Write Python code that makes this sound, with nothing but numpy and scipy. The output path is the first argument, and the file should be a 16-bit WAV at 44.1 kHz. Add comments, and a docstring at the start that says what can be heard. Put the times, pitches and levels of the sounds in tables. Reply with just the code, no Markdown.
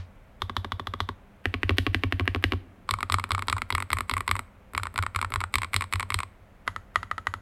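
"""A wooden desk in a small quiet room: one hand taps a mechanical keyboard, close to the microphone.
A modifier key comes first, then the space bar, rolls across the letters, and a corner key.
Every landing and return is a short plastic clack: shaped noise that rings cap, switch spring and case.
Decaying low swings bounce the keyboard on the desk, faintly or firmly; echoes and a low hush fill the room."""
import sys
import numpy as np
from scipy import signal
from scipy.fft import rfft, irfft
from scipy.io import wavfile
from scipy.ndimage import uniform_filter1d

SR = 44100
rng = np.random.default_rng(int(sys.argv[2]) if len(sys.argv) > 2 else 0)


def waveform_to_disk(signal):
    """Save audio, clipped to [-1, 1], as 16-bit WAV at the path in sys.argv[1]."""
    frames = np.transpose(np.atleast_2d(signal))
    scaled = np.clip(frames, -1, 1) * 32767
    samples = np.round(scaled).astype(np.int16)
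    wavfile.write(sys.argv[1], SR, samples)


N = 326781
TAPS = 8192  # length of one impact [samples]

# How the small contacts sound, as lifts on the key's body:
# (cap wall [dB], snap [dB], tick [dB], sizzle [dB], cap top [Hz], cap wall [Hz],
#  knock re strength [dB], kind of contact)
SMALL_VOICES = [(-3, -3, 2, 13, 1300, 1750, -15, "graze"),
                (-17, -5.5, -3, -7.5, 1160, 2200, -10, "bar end")]


def amp(db):
    """Decibels to gain."""
    return 10 ** (np.asarray(db) / 20)


def read(points, hz):
    """A table of (frequency [Hz], value), joined by lines on a log-frequency axis."""
    f, value = np.transpose(points)
    return np.interp(np.log(hz + 1), np.log(f + 1), value)


def unit(x):
    """Scales a sound to energy 1."""
    return x / np.sqrt(np.sum(x ** 2) + 1e-20)


def add(mix, s, sound):
    """Mixes a sound in at time s."""
    part = mix[max(round(s * SR), 0):][:len(sound)]
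    part += sound[:len(part)]


def bell(hz, centre_hz, width_hz):
    """The shape of one resonance, 1 at its centre."""
    return 1 / (1 + ((hz - centre_hz) / width_hz) ** 2)


def causal(db):
    """The minimum-phase response with these gains: a sharp front, ringing behind it."""
    cepstrum = irfft(np.log(amp(np.maximum(db, -100))))
    # fold the cepstrum onto positive time
    cepstrum[1:TAPS // 2] *= 2
    cepstrum[TAPS // 2 + 1:] = 0
    return np.exp(rfft(cepstrum))


def burst(t60, rise_s=1e-5):
    """Dying noise of energy 1: a crowd of small modes or rattles."""
    t = np.arange(TAPS) / SR
    envelope = amp(-60 * t / t60) * (1 - np.exp(-t / rise_s))
    return unit(rng.standard_normal(TAPS) * envelope)


def hush():
    """Low steady noise of the room: random noise given a fixed spectrum."""
    # spectrum of the hush: (frequency [Hz], relative level [dB per Hz])
    hush_colour = [(12, -40.5), (20, 0), (101, -6.5), (158, -14.5), (198, -5.5), (222, -12.5), (357, -21.5),
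                   (410, -16.5), (446, -25.5), (485, -17), (678, -17.5), (738, -20.5), (2260, -28),
                   (4940, -45.5), (16000, -49.5)]
    level_db = -53  # rms
    hz = np.fft.rfftfreq(N, 1 / SR)
    noise = irfft(rfft(rng.standard_normal(N)) * amp(read(hush_colour, hz)), N)
    return amp(level_db) * np.sqrt(N) * unit(noise)


def opening_ring(thump_db, thump_hz, thump_t60, air_db, air_t60):
    """Desk and room still ring from a stroke just before the scene opens: a dying tone and dying noise."""
    t = np.arange(N) / SR
    band = signal.butter(1, [300, 3000], "bandpass", fs=SR, output="sos")
    air = signal.sosfilt(band, rng.standard_normal(N))
    air = signal.sosfilt(signal.butter(2, 4500, fs=SR, output="sos"), air)
    thump = amp(thump_db - 60 * t / thump_t60) * np.sin(2 * np.pi * thump_hz * t)
    return thump + amp(air_db - 60 * t / air_t60) * air


def of_key(table, key):
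    """The numbers that a table holds for one key."""
    return next(row[:-1] for row in table if row[-1] == key)


def impact(s, strength_db, hardness_db, thump_db, voice, key):
    """One contact from voice and force: (time, clack's level, colour and pitches, knock, thump)."""
    # the switch under each key: (spring [Hz], contact leaf [Hz], key)
    switches = [(3490, 11500, "modifier"), (2760, 11100, "space"), (6730, 11000, "corner"),
                (8000, 11100, "letter 1a"), (8280, 11850, "letter 1b"), (6980, 10950, "letter 1c"),
                (8060, 11550, "letter 2a"), (8400, 11700, "letter 2b"), (8270, 11800, "letter 2c"),
                (8200, 11400, "letter 3a"), (7400, 10810, "letter 3b"), (8270, 11600, "letter 3c"),
                (8230, 11780, "letter 4a"), (8220, 11400, "letter 4b"), (8200, 11400, "letter 4c")]
    # the finger never meets the same spot twice: scatter of cap pitch [share] and colour [dB]
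    spot_detune, spot_db = .015, .8
    *colour_db, top_hz, wall_hz, knock_db = voice
    # a hard stroke lifts the treble fully, the cap wall only in part
    hardness_share = np.array([.3, 1, 1, 1])
    colour_db = np.add(colour_db, hardness_db * hardness_share)
    colour_db = colour_db + spot_db * rng.standard_normal(len(colour_db))
    cap_hz = np.array([top_hz, wall_hz]) * (1 + spot_detune * rng.standard_normal(2))
    knock_db = strength_db + knock_db + hardness_db / 2
    return s, strength_db, *colour_db, *cap_hz, *of_key(switches, key), knock_db, thump_db


def typing(kind, return_thump_db, graze_thump_db=-32):
    """Contacts of one kind of key: each stroke bottoms out and springs back; some follow a nail's graze."""
    # Keystrokes. Three fingers roll over letters a, b, c, four times in each of four hand positions:
    # (time [s], strength [dB], hardness [dB], relative desk thump [dB],
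    #  return time [s], return strength [dB], key)
    strokes = [(.4195, 10.5, 2, -28, .4961, 7, "modifier"), (.5666, 13, 2, -25.5, .6461, 8, "modifier"),
               (.72, 11, -2, -28, .7966, 7.5, "modifier"), (.871, 9, -1, -29.5, .9374, 7.5, "modifier"),
               (1.0039, 13, 0, -25.5, 1.0894, 10, "modifier"), (1.4562, 10, -3, -23.5, 1.541, 5, "space"),
               (1.6325, 9, -3.5, -22, 1.6942, 10, "space"), (1.7837, 8.5, 9, -21, 1.8663, 8.5, "space"),
               (1.9462, 9.5, 3, -22.5, 2.0361, 9, "space"), (2.1243, 9.5, -2.5, -22, 2.1969, 6, "space"),
               (2.2777, 11, -3.5, -24, 2.348, 6, "space"), (2.4405, 11, 3, -20, 2.5218, 8, "space"),
               (2.8909, 14, -2, -34, 2.9872, 5.5, "letter 1a"),
               (2.9098, 10.5, 2, -26, 3.0066, 5, "letter 1b"),
               (2.9386, 14.5, -2, -30, 3.0293, 13.5, "letter 1c"),
               (3.099, 13.5, -2, -27, 3.185, 13, "letter 1a"),
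               (3.1224, 9.5, 3, -24.5, 3.1973, 6.5, "letter 1b"),
               (3.1422, 19, 2, -30, 3.2401, 10.5, "letter 1c"),
               (3.3068, 14.5, 0, -29, 3.3801, 12, "letter 1a"),
               (3.318, 12, -3, -26, 3.393, 6.5, "letter 1b"),
               (3.349, 13, -1.5, -31.5, 3.423, 9, "letter 1c"),
               (3.4837, 15.5, 4, -31.5, 3.5666, 11, "letter 1a"),
               (3.4989, 10.5, -1.5, -30.5, 3.5819, 5.5, "letter 1b"),
               (3.527, 17.5, 0, -24, 3.619, 11, "letter 1c"),
               (3.704, 12.5, -1, -35, 3.7808, 12, "letter 2a"),
               (3.725, 7.5, 2, -26, 3.8031, 6.5, "letter 2b"),
               (3.7507, 14.5, 0, -26.5, 3.8243, 9, "letter 2c"),
               (3.9036, 10.5, -3, -30, 3.9698, 8.5, "letter 2a"),
               (3.9168, 2.5, 1, -33, 3.9862, 8.5, "letter 2b"),
               (3.9309, 17, 1, -23.5, 4.007, 11.5, "letter 2c"),
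               (4.096, 12, 2, -37, 4.1677, 12.5, "letter 2a"),
               (4.1129, 8.5, 1, -26.5, 4.1798, 5.5, "letter 2b"),
               (4.1379, 10.5, 0, -28, 4.2065, 9, "letter 2c"),
               (4.2785, 13.5, 1, -30.5, 4.3542, 9, "letter 2a"),
               (4.2914, 8.5, -5, -38, 4.3654, 4, "letter 2b"),
               (4.313, 17.5, -.5, -26, 4.3926, 10, "letter 2c"),
               (4.7497, 8.5, 1, -30.5, 4.8336, 7.5, "letter 3a"),
               (4.778, 14.5, -1, -33, 4.8547, 6.5, "letter 3b"),
               (4.798, 4.5, -6, -33, 4.8694, 9, "letter 3c"),
               (4.9596, 5.5, 1, -37.5, 5.0258, 7.5, "letter 3a"),
               (4.9782, 11, 1, -25.5, 5.0358, 9, "letter 3b"),
               (4.9887, 16, 1, -27, 5.0647, 13, "letter 3c"), (5.148, 5, -4, -27, 5.2145, 9, "letter 3a"),
               (5.161, 14.5, -1, -39, 5.227, 12.5, "letter 3b"),
               (5.1898, 10.5, -1, -41, 5.247, 12.5, "letter 3c"),
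               (5.3214, 5.5, 1, -30, 5.405, 6, "letter 3a"), (5.339, 11, 1, -32, 5.414, 11, "letter 3b"),
               (5.359, 15, 5, -27, 5.439, 14, "letter 3c"), (5.5405, 10, 2.5, -29, 5.6187, 7, "letter 4a"),
               (5.5556, 12, 2, -24.5, 5.6325, 9.5, "letter 4b"),
               (5.5837, 8, -3.5, -29.5, 5.6458, 7, "letter 4c"),
               (5.7334, 5.5, -1.5, -40, 5.8092, 8, "letter 4a"),
               (5.7426, 11, 0, -25, 5.822, 10.5, "letter 4b"), (5.7635, 13, 4, -32, 5.8407, 3, "letter 4c"),
               (5.926, 7, 1, -42, 5.9974, 9.5, "letter 4a"),
               (5.9362, 11, -1.5, -24, 6.0062, 9, "letter 4b"),
               (5.9573, 6, -3.5, -36, 6.0284, 9, "letter 4c"),
               (6.1036, 9.5, -1.5, -31, 6.1891, 7.5, "letter 4a"),
               (6.1216, 5, -11, -61, 6.2036, 8.5, "letter 4b"),
               (6.1429, 11.5, 3.5, -23.5, 6.2324, 6.5, "letter 4c"),
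               (6.6776, 18.5, 0, -35.5, 6.7623, 9.5, "corner"),
               (6.9581, 20.5, 1.5, -33.5, 7.0306, 8.5, "corner"),
               (7.1131, 14, -2, -39, 7.1809, 10.5, "corner"), (7.2699, 18, 0, -33, 7.3392, 12.5, "corner")]
    # a fingernail grazes a cap before the stroke: (time [s], strength [dB], key)
    grazes = [(1.7716, -11, "space"), (2.2561, -11, "space"), (2.4262, -7, "space"),
              (3.1337, -5, "letter 1c"), (3.2915, -9, "letter 1a"), (3.3346, -8, "letter 1c"),
              (3.4715, -8, "letter 1a"), (3.5156, -9, "letter 1c"), (4.7352, -5, "letter 3a"),
              (4.7655, -10, "letter 3b"), (4.9416, -6, "letter 3a"), (5.3037, -5, "letter 3a"),
              (5.3487, -8, "letter 3c"), (6.6698, -9, "corner")]
    # how each key sounds as it bottoms out, as lifts on its body:
    # (cap wall [dB], snap [dB], tick [dB], sizzle [dB], cap top [Hz], cap wall [Hz],
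    #  knock re strength [dB], key)
    down_voices = [(3.5, 7, 1.5, 4, 1170, 1950, -24, "modifier"),
                   (1.5, 5.5, 5, 1.5, 1560, 1895, -12.5, "space"),
                   (4, 1.5, -.5, 0, 1232, 1910, -40, "corner"),
                   (-7, 3.5, -5, -9, 1135, 2150, -34, "letter 1a"),
                   (2, 12, 7.5, 6.5, 1210, 2200, -25, "letter 1b"),
                   (-3, 0, 1, -1, 1230, 2210, -34, "letter 1c"), (2, 2, 1, 3, 1055, 2170, -32, "letter 2a"),
                   (0, 9.5, -6, 3, 1015, 2140, -20, "letter 2b"),
                   (3, 3, 3.5, 7, 1200, 2090, -33, "letter 2c"),
                   (2, 2, -8, -1.5, 1330, 2250, -27, "letter 3a"),
                   (.5, 3, 4, 4, 1095, 2330, -38, "letter 3b"),
                   (-5, -5, -7, -8, 1425, 1880, -36, "letter 3c"),
                   (6, 7, 6, 8, 1150, 2200, -27, "letter 4a"),
                   (7.5, 8, 8, 11, 1130, 2220, -28, "letter 4b"),
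                   (3, 10, 7, 8, 1020, 2100, -29, "letter 4c")]
    # as it springs back against its top stop:
    # (cap wall [dB], snap [dB], tick [dB], sizzle [dB], cap top [Hz], cap wall [Hz],
    #  knock re strength [dB], key)
    up_voices = [(2, 1.5, -2, -1.5, 1190, 1950, -17, "modifier"), (.5, 5, 0, 0, 1130, 2300, -9.5, "space"),
                 (.5, 1.5, 0, .5, 1310, 1905, -32, "corner"),
                 (-16, -8, -6, -14, 1080, 1900, -33, "letter 1a"),
                 (.5, 1, 0, 2, 1190, 2190, -26, "letter 1b"), (1, 1, -1, 1, 1290, 2190, -26, "letter 1c"),
                 (-1, -11, 0, -2, 1075, 2100, -32, "letter 2a"),
                 (2.5, 1, 5, 4.5, 1050, 2080, -24, "letter 2b"),
                 (.5, -1, 1.5, 5, 1160, 1990, -26.5, "letter 2c"),
                 (1.5, 5, 4, 6, 1330, 2220, -28, "letter 3a"),
                 (-5, -7, -5.5, -9, 1065, 2200, -31, "letter 3b"),
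                 (-4.5, -5.5, -4, -10.5, 1420, 1830, -41, "letter 3c"),
                 (4.5, 2.5, 4, 5.5, 1080, 2130, -31, "letter 4a"),
                 (3, 1, 2, -3, 1085, 2200, -37, "letter 4b"), (0, 2.5, 0, -3, 1050, 2200, -29, "letter 4c")]
    hits = []
    for s, strength_db, hardness_db, thump_db, up_s, up_db, key in strokes:
        if key.startswith(kind):
            hits.append(impact(s, strength_db, hardness_db, thump_db, of_key(down_voices, key), key))
            hits.append(impact(up_s, up_db, 0, up_db + return_thump_db, of_key(up_voices, key), key))
    for s, db, key in grazes:
        if key.startswith(kind):
            hits.append(impact(s, db, 0, db + graze_thump_db, of_key(SMALL_VOICES, "graze"), key))
    return hits


def bar_ends():
    """The dull second stop of the long space bar, after its near end has returned."""
    # the far end stops a moment after the near end:
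    # (time [s], strength [dB], relative desk thump [dB])
    end_stops = [(1.5455, 0, -44.5), (1.7069, 7, -21.5), (1.8733, 1.5, -19.5), (2.0434, -3, -20),
                 (2.208, 2, -24), (2.3605, 5, -28), (2.535, 6, -26.5)]
    voice = of_key(SMALL_VOICES, "bar end")
    return [impact(s, db, 0, thump_db, voice, "space") for s, db, thump_db in end_stops]


def contact(chatter_db, chatter_t60, ring_db, ring_t60, rebound_db=-9, rebound_s=0.001276):
    """Spectrum of one impact: blow, rebound, stem chatter, plate ringing on. Flat on average."""
    force = amp(chatter_db) * burst(chatter_t60) + amp(ring_db) * burst(ring_t60)
    force[0] += 1  # the blow
    # the tilted cap lands on one edge, then on the other
    add(force, rebound_s * rng.uniform(.4, 1.626), amp(rebound_db + chatter_db) * burst(0.0028))
    z = rfft(force)
    power = uniform_filter1d(abs(z) ** 2, size=110)
    return z * causal(-10 * np.log10(power))


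def clack(row, body, touch, spring_db, spring_t60, spring_width_hz, shimmer_db, slide_db):
    """One impact on a key: body-coloured noise with a spring ping, and the stem's faint slide before it."""
    strength_db, wall_db, snap_db, tick_db, sizzle_db, top_hz, wall_hz, spring_hz, leaf_hz = row
    hz = np.fft.rfftfreq(TAPS, 1 / SR)
    # a hard, square hit is brighter than a soft or glancing one
    hardness = [(1400, 0), (2000, wall_db), (2500, wall_db), (3400, snap_db), (5000, snap_db),
                (7000, tick_db), (9000, tick_db), (11000, sizzle_db - 1.5), (15000, sizzle_db + 9)]
    leaf = bell(hz, leaf_hz, 350)
    cap = 6 * bell(hz, top_hz, 91) + 5 * bell(hz, wall_hz, 170)
    modes = cap + 5 * bell(hz, spring_hz, 250) + 3 * leaf
    # each spot of a cap favours other small modes, more so in the treble
    ripple = uniform_filter1d(rng.standard_normal(len(hz)), size=121) * np.sqrt(121)
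    spot_db = 0.62 * ripple * hz / (hz + 2500)
    small_source = read([(30, -37), (200, -6.5), (500, -0.5)], hz)  # a cap radiates little bass
    colour = causal(strength_db + read(body, hz) + read(hardness, hz) + modes + spot_db + small_source)
    # the springs ring on: one main cluster, and a thin shimmer of higher modes around the contact leaf's
    treble = hz ** 2 / (hz ** 2 + 5000 ** 2)
    springs = amp(spring_db) * bell(hz, spring_hz, spring_width_hz)
    springs = springs + amp(shimmer_db) * (treble + .3 * leaf)
    hit = irfft(colour * (contact(*touch) + springs * rfft(burst(spring_t60, rise_s=0.0049))))
    slide = irfft(colour * (1 + 4.2 * treble ** 3) * rfft(burst(0.065, rise_s=0.0061)))
    fade = np.clip(np.linspace(5, -1, TAPS), 0, 1)  # full for two thirds, silent in the last sixth
    return fade * hit, fade * amp(slide_db) * slide


def keys(hits, body, level_db, chatter_db, chatter_t60, ring_db, ring_t60, **small_parts):
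    """All the clacks of one kind of key, each slide starting 17 ms ahead of its hit."""
    out = np.zeros(N)
    touch = (chatter_db, chatter_t60, ring_db, ring_t60)
    for s, *row, _, _ in hits:
        hit, slide = clack(row, body, touch, **small_parts)
        add(out, s, hit)
        add(out, s - .017, slide)
    return amp(level_db) * out


def knocks(hits, modes, level_db, rise_s, lowest_hz):
    """The hollow knock under a clack: dying sines; the place of the hit shifts the mix of the modes."""
    out, t = np.zeros(N), np.arange(SR // 4) / SR
    for s, *_, knock_db, _ in hits:
        chance = rng.standard_normal((len(modes), 2))
        ring = np.zeros(len(t))
        for (hz, db, t60), (level_shift, detune) in zip(modes, chance):
            tone = np.sin(2 * np.pi * hz * (1 + 0.03 * detune) * t)
            ring += amp(db + 2 * level_shift - 60 * t / t60) * tone
        add(out, s, amp(level_db + knock_db) * unit(ring * (1 - np.exp(-t / rise_s))))
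    # below its lowest mode the body hardly radiates
    return signal.sosfilt(signal.butter(6, lowest_hz, "highpass", fs=SR, output="sos"), out)


def desk(hits, level_db, steepness):
    """The finger's weight follows the clack and swings the keyboard on the desk: low modes swell and die."""
    # modes of the keyboard on the desk: (frequency [Hz], level [dB], time until the swing is widest [s])
    desk_modes = [(90.44, 0, 0.02534), (73.5, -18, .018), (54.6, -10, 0.027038), (35, -21, .03)]
    out, t = np.zeros(N), np.arange(SR // 4) / SR
    swing = np.zeros(len(t))
    for hz, db, top in desk_modes:
        swell = (t / top * np.exp(1 - t / top)) ** steepness
        swing += amp(db) * swell * np.cos(2 * np.pi * hz * (t - top))
    for s, *_, thump_db in hits:
        add(out, s, amp(level_db + thump_db) * swing)
    return out


def room(x, wet_db, near_db):
    """Early echoes off the desk and the things on it, then a diffuse tail: convolution with dying noise."""
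    # decay of the tail: (frequency [Hz], t60 [s])
    tail_t60 = [(100, 2.2), (500, 0.6), (1500, 0.65), (4000, 0.3), (9000, 0.23), (16000, .2)]
    # colour of the tail: (frequency [Hz], level [dB])
    tail_colour = [(60, -10.5), (250, 3), (600, 3), (1200, -4), (2200, -2.5), (4000, 1.5), (8000, 5),
                   (15000, -5)]
    t = np.arange(SR // 2) / SR
    tail = unit(rng.standard_normal(len(t)) * (1 - np.exp(-(t / 0.011) ** 2)))
    hz, when, z = signal.stft(tail, SR, nperseg=256)
    z *= amp(read(tail_colour, hz)[:, None] - 60 * when / read(tail_t60, hz)[:, None])
    echo = amp(wet_db) * signal.istft(z, SR, nperseg=256)[1]
    add(echo, .003, amp(near_db) * burst(0.098))  # the early echoes, as one dense burst
    return signal.fftconvolve(x, echo)[:N]


def scene():
    """Keys, case and desk in the room."""
    # the body of each kind of key: (frequency [Hz], level [dB])
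    modifier_body = [(560, -13), (750, -4.5), (1150, 2.5), (1400, -3.5), (2000, -13), (2600, -19.5),
                     (3500, -12), (4200, -20), (4800, -25.5), (6300, -30.5), (7500, -32), (11800, -36.5),
                     (13000, -45), (15500, -60)]
    space_body = [(560, -3), (850, -2.8), (1100, 2.5), (1400, -1.5), (1900, 4), (2800, -2), (3800, -12),
                  (4600, -17), (5500, -25), (7000, -31.5), (9500, -29.5), (12000, -29), (15500, -48)]
    letter_body = [(560, -17), (750, -12), (1050, 2), (1350, 0), (1650, -8.2), (2200, -3.5), (2900, -13.5),
                   (4000, -13), (5200, -22.5), (6300, -35.5), (7800, -17.5), (11700, -27.5), (13200, -40.5),
                   (15500, -52.5)]
    corner_body = [(560, -16), (900, -7.5), (1300, 0.0), (1650, -10.5), (1950, -7), (2400, -21),
                   (3200, -18), (4300, -24.5), (6000, -34), (8300, -32.7), (9600, -39), (11200, -31),
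                   (12500, -55), (15500, -61)]
    # modes of the long space bar and the hollow under it: (frequency [Hz], level [dB], t60 [s])
    space_bar = [(255, -4, 0.098), (289.59, -2, 0.052), (338, 2, 0.032), (385, -1, 0.026),
                 (504, -3.5, 0.0242), (756, -2, 0.017)]
    # modes of the keyboard case: (frequency [Hz], level [dB], t60 [s])
    case = [(174, -4, 0.024), (248.2, -7.5, 0.09), (282, -5, 0.044), (388, 0.5, 0.031), (568, -2, 0.022)]
    modifier = typing("modifier", return_thump_db=-43)
    space = typing("space", return_thump_db=-31) + bar_ends()
    letters = typing("letter", return_thump_db=-48)
    corner = typing("corner", return_thump_db=-50)
    dry = keys(modifier, modifier_body, level_db=0, chatter_db=5, chatter_t60=0.013, ring_db=-9.5,
               ring_t60=0.039, spring_db=-39, spring_t60=0.21, spring_width_hz=200, shimmer_db=-11,
               slide_db=-33)
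    dry += keys(space, space_body, level_db=-0.5, chatter_db=-3, chatter_t60=0.0078, ring_db=-15.5,
                ring_t60=.03, spring_db=-48, spring_t60=.35, spring_width_hz=610, shimmer_db=-11.5,
                slide_db=-29.5)
    dry += keys(letters, letter_body, level_db=-0.5, chatter_db=4, chatter_t60=0.0077, ring_db=-10.5,
                ring_t60=0.025, spring_db=-24, spring_t60=0.54, spring_width_hz=200, shimmer_db=-29,
                slide_db=-34)
    dry += keys(corner, corner_body, level_db=0.5, chatter_db=3, chatter_t60=.007, ring_db=-8,
                ring_t60=0.042, spring_db=-16, spring_t60=.3, spring_width_hz=425, shimmer_db=-12.5,
                slide_db=-35)
    small_keys = modifier + letters + corner
    dry += knocks(space, space_bar, level_db=2.5, rise_s=0.0015, lowest_hz=241)
    dry += knocks(small_keys, case, level_db=-0.5, rise_s=0.0026, lowest_hz=120.6)
    dry += desk(small_keys + space, level_db=-1, steepness=2.92)
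    opening = opening_ring(thump_db=-29.5, thump_hz=89, thump_t60=0.22, air_db=-41.5, air_t60=0.21)
    return (dry + room(dry, wet_db=-10.5, near_db=-21) + hush() + opening)[None]


def record(dry):
    """The recorder's band limit: a steep low-pass."""
    edge_hz = 16550
    lowpass = signal.firwin(255, edge_hz, window=("kaiser", 9), fs=SR)
    return signal.oaconvolve(dry, lowpass[None], "same")


dry = scene()
out = record(dry)
waveform_to_disk(out)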